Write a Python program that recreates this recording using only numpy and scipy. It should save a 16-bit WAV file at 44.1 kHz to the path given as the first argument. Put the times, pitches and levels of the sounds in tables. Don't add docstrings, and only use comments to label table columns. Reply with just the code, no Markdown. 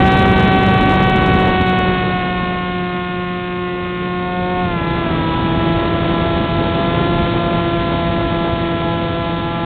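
import sys
import numpy as np
from scipy import signal
from scipy.fft import rfft, irfft, next_fast_len
from scipy.io import wavfile
from scipy.ndimage import uniform_filter1d

SR = 44100
rng = np.random.default_rng(int(sys.argv[2]) if len(sys.argv) > 2 else 0)


def persist_wave(psi):
    counts = np.round(np.clip(psi, -1, 1) * 32767).astype(np.int16)
    wavfile.write(sys.argv[1], SR, np.atleast_2d(counts).T)


N = 425550


def from_db(db):
    return 10 ** (np.asarray(db) / 20)


def rms_one(x):
    return x / np.sqrt(np.mean(x ** 2) + 1e-20)


def in_time(rows):
    seconds, *columns = np.transpose(rows)
    return [np.interp(np.arange(N) / SR, seconds, column) for column in columns]


def drift(rate):
    pole = np.exp(-80 * np.pi * rate / SR)
    steps = rng.standard_normal(N // 40 + 2002)
    slow = signal.lfilter([1], [1, -2 * pole, pole * pole], steps)[2000:]
    return np.interp(np.arange(N) / 40, np.arange(len(slow)), rms_one(slow))


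def coloured(x, spectrum):
    size = next_fast_len(N)
    hz, db = np.transpose(spectrum)
    bins_hz = np.maximum(np.arange(size // 2 + 1) * SR / size, 1)
    gain = from_db(np.interp(np.log(bins_hz), np.log(hz), db, left=-80, right=-80))
    return rms_one(irfft(rfft(x, size) * gain, size)[:N])


def hump(middle_s, length_s):
    position = (np.arange(N) / SR - middle_s) / length_s
    return np.cos(np.pi * np.clip(position, -.5, .5)) ** 2


def shaft_angle(flutter_hz, jitter_rad):
    # time in seconds, turns per second in Hz.
    shaft_speed = [(0, 190.5), (0.25, 190.6), (1, 189.1), (1.55, 186.0), (2.25, 181.2), (2.85, 179.3),
                   (3.95, 178.9), (4.48, 180.2), (4.62, 180.9), (4.79, 168.5), (5, 169.7), (5.13, 164.2),
                   (5.27, 163.4), (5.85, 167.7), (6.78, 168.0), (6.96, 170.7), (7.1, 171.2), (7.9, 169.7),
                   (8.7, 168.0), (9.65, 168.6)]
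    turns_hz = in_time(shaft_speed)[0] + flutter_hz * drift(11.6)
    return 2 * np.pi * np.cumsum(turns_hz) / SR + jitter_rad * drift(150)


def order_db(table, order, eased):
    orders, full_db, back_db = np.transpose(table)
    return (1 - eased) * np.interp(order, orders, full_db) + eased * np.interp(order, orders, back_db)


def swell_db(order):
    # middle in seconds, length in seconds, shaft order, lift at the middle in dB.
    swells = [(2.6, 1.6, 2, -4), (3.8, 0.98, 2, 1.5), (4.0, .4, 4, -6), (4.4, 0.93, 16, -13),
              (4.47, .7, 3, 13), (4.5, 0.83, 4, 6.5), (4.5, 1.2, 5, 11), (4.85, 0.63, 4, -8.5),
              (4.998, .9, 18, -10), (5.33, 0.52, 4, -12.5), (5.35, 0.52, 6, 6.5), (5.5, 2.5, 3, -8),
              (6.0, .7, 5, -11), (6.5, 1.2, 1, -5), (6.9, 0.27, 3, 5), (8.5, 3, 4, 3), (9.1, 0.86, 3, 5),
              (9.4, 1.8, 2, -3)]
    return sum(db * hump(s, length_s) for s, length_s, k, db in swells if round(k) == order)


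def propeller(angle, wind_db, dip_db, lead_rad, smear_rad, whine_lag_rad, rough,
              drone_waver_db, waver_db, odd_waver_db):
    # shaft order, level at full power in dB,
    # level throttled back in dB, gain per dB of wind in dB.
    drone_rows = [(1, -19.5, -22.5, 0.42), (2, -23.5, -23, .13), (3, -37, -32.5, 0.2),
                  (4, -18.5, -22, 0.77), (6, -23.5, -27.5, .43)]
    # shaft order, relative level at full power in dB,
    # relative level throttled back in dB.
    pulse_colour = [(7.3, 2.5, 2), (10, 0, -5), (11.8, -1, -9.5), (14.3, -4.5, -16.5), (16.6, -7, -21.5),
                    (18.33, -0.5, 3), (20.9, -3, -2), (23.1, -23, 1)]
    # shaft order, relative level at full power in dB,
    # relative level throttled back in dB.
    unequal_colour = [(5.05, -5.5, 5), (7.15, -5, -3), (9, -9.5, -12.5), (11.1, -8, -10),
                      (15.2, -12, -22.5), (19, -14, -23), (20.6, -12, -8)]
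    throttle_back_s, throttle_takes_s = 4.6, 0.66
    cruise_db, eased_steady = -7, .55
    edge_level_db, edge_follows = -27.5, 0.58
    high_whine_db, high_whine_follows = -34, 0.78
    unequal_db = -38.5
    wobble_lag_rad = 2.37

    eased = np.clip((np.arange(N) / SR - throttle_back_s) / throttle_takes_s, 0, 1)
    drone_db = {}
    for k, full_db, back_db, follows in drone_rows:
        drone_db[round(k)] = full_db + (back_db - full_db) * eased + follows * wind_db
    load_db = wind_db + eased_steady * eased * (cruise_db - wind_db)
    edge_db = edge_level_db + edge_follows * load_db + dip_db
    whine_db = high_whine_db + high_whine_follows * load_db

    pulses = np.zeros(N)
    for order in range(1, 23):
        phase = order * angle + lead_rad - smear_rad * (order / 10 - 1) ** 2
        if order % 2 and order > 1:
            phase = phase - np.pi / 2
        if order == 1:
            phase = phase - wobble_lag_rad

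        if order in drone_db:
            level_db = drone_db[order] + drone_waver_db * drift(5.8)
        elif order % 2:
            level_db = unequal_db + order_db(unequal_colour, order, eased) + odd_waver_db * drift(3.6)
        elif order < 18:
            level_db = edge_db + order_db(pulse_colour, order, eased) + waver_db * drift(4)
        else:
            phase = phase - whine_lag_rad * eased * order
            level_db = whine_db + order_db(pulse_colour, order, eased) + waver_db * drift(1.7)
        amplitude = np.sqrt(2) * from_db(level_db + swell_db(order))
        pulses -= amplitude * np.cos(phase)
    return pulses * (1 + rough * drift(280))


def motor(angle):
    # shaft order, level in dB.
    whine_partials = [(38, -49), (60, -54), (62, -51), (64, -50), (66, -50)]
    return sum(np.sqrt(2) * from_db(db) * np.sin(order * angle) for order, db in whine_partials)


def blade_puffs(angle, steady, sharpness, uneven):
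    flare = np.exp(sharpness * (np.cos(2 * angle) - 1))
    gate = steady + flare * (1 + uneven * np.cos(angle))
    return rng.standard_normal(N) * gate / np.sqrt(uniform_filter1d(gate ** 2, size=2048))


def airstream(angle, wind_db, inflow_db, dip_db, lumpy_db, gusty_db, steady):
    # frequency in Hz, relative level in dB.
    buffet_colour = [(15, -24.5), (30, -1.5), (60, 3), (110, 5.5), (180, 3.5), (280, -1), (400, -12),
                     (700, -38)]
    rush_colour = [(150, -24.5), (260, -2.5), (340, -0.5), (500, -3.5), (750, -7.5), (1100, -11.5),
                   (1400, -14), (2200, -23)]
    hiss_colour = [(700, -17), (1200, -11), (1600, -1), (2500, 4), (3200, 0.5), (3700, 2.5), (4000, 3.5)]
    buffet_level_db, buffet_follows = -15, .95
    rush_level_db, rush_follows = -18.5, 1.11
    hiss_level_db, hiss_follows = -28, 0.64

    buffet_db = buffet_level_db + buffet_follows * wind_db + lumpy_db * drift(25)
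    buffet = coloured(rng.standard_normal(N), buffet_colour) * from_db(buffet_db)

    rush_db = rush_level_db + rush_follows * wind_db + gusty_db * drift(9.1)
    rush = coloured(rng.standard_normal(N), rush_colour) * from_db(rush_db)

    airspeed = from_db(wind_db / 2)
    puffs = blade_puffs(angle, steady * airspeed, sharpness=4.3, uneven=0.34)
    hiss_db = hiss_level_db + hiss_follows * inflow_db + dip_db
    return buffet + rush + coloured(puffs, hiss_colour) * from_db(hiss_db)


def scene():
    # time in seconds, level in dB.
    airspeed_curve = [(0, 0), (0.6, -0.5), (1.5, -2.5), (2, -7), (2.6, -13), (3.5, -18.5), (4.1, -15.5),
                      (4.55, -12.5), (4.851, -7.5), (5.6, -5.5), (7, -4.5), (8.4, -8), (9.65, -12)]
    blade_lag_s = 0.11

    angle = shaft_angle(flutter_hz=.09, jitter_rad=0.003)
    wind_db = in_time(airspeed_curve)[0]
    inflow_db = in_time([(s + blade_lag_s, db) for s, db in airspeed_curve])[0]
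    dip_db = -0.5 * hump(middle_s=4.3, length_s=0.74)

    blades = propeller(angle, inflow_db, dip_db, lead_rad=0.4, smear_rad=1.36, whine_lag_rad=.25,
                       rough=0.056, drone_waver_db=1.25, waver_db=0.74, odd_waver_db=3)
    air = airstream(angle, wind_db, inflow_db, dip_db, lumpy_db=0.78, gusty_db=1.38, steady=2.1)
    return (blades + motor(angle) + air)[None]


def record(dry):
    camera_rate_hz, camera_top_hz, cutoff_hz = 8000, 3892, 15800
    headroom, ceiling = from_db(-2.5), from_db(-2.9)

    rounded = dry / (1 + (dry / headroom) ** 8) ** (1 / 8)
    folded = rounded * (1 + 2 * np.cos(2 * np.pi * camera_rate_hz * np.arange(N) / SR))

    knee = signal.butter(10, camera_top_hz, fs=SR, output="sos")
    narrow = signal.sosfiltfilt(knee, folded, padtype="even")
    stop = signal.cheby2(12, 40, 4850, fs=SR, output="sos")
    narrow = signal.sosfiltfilt(stop, narrow, padtype="even")
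    narrow = narrow * signal.windows.tukey(N, .0005)

    clipped = np.clip(narrow, -ceiling, ceiling)
    return signal.sosfilt(signal.cheby2(12, 70, cutoff_hz, fs=SR, output="sos"), clipped)


dry = scene()
out = record(dry)
persist_wave(out)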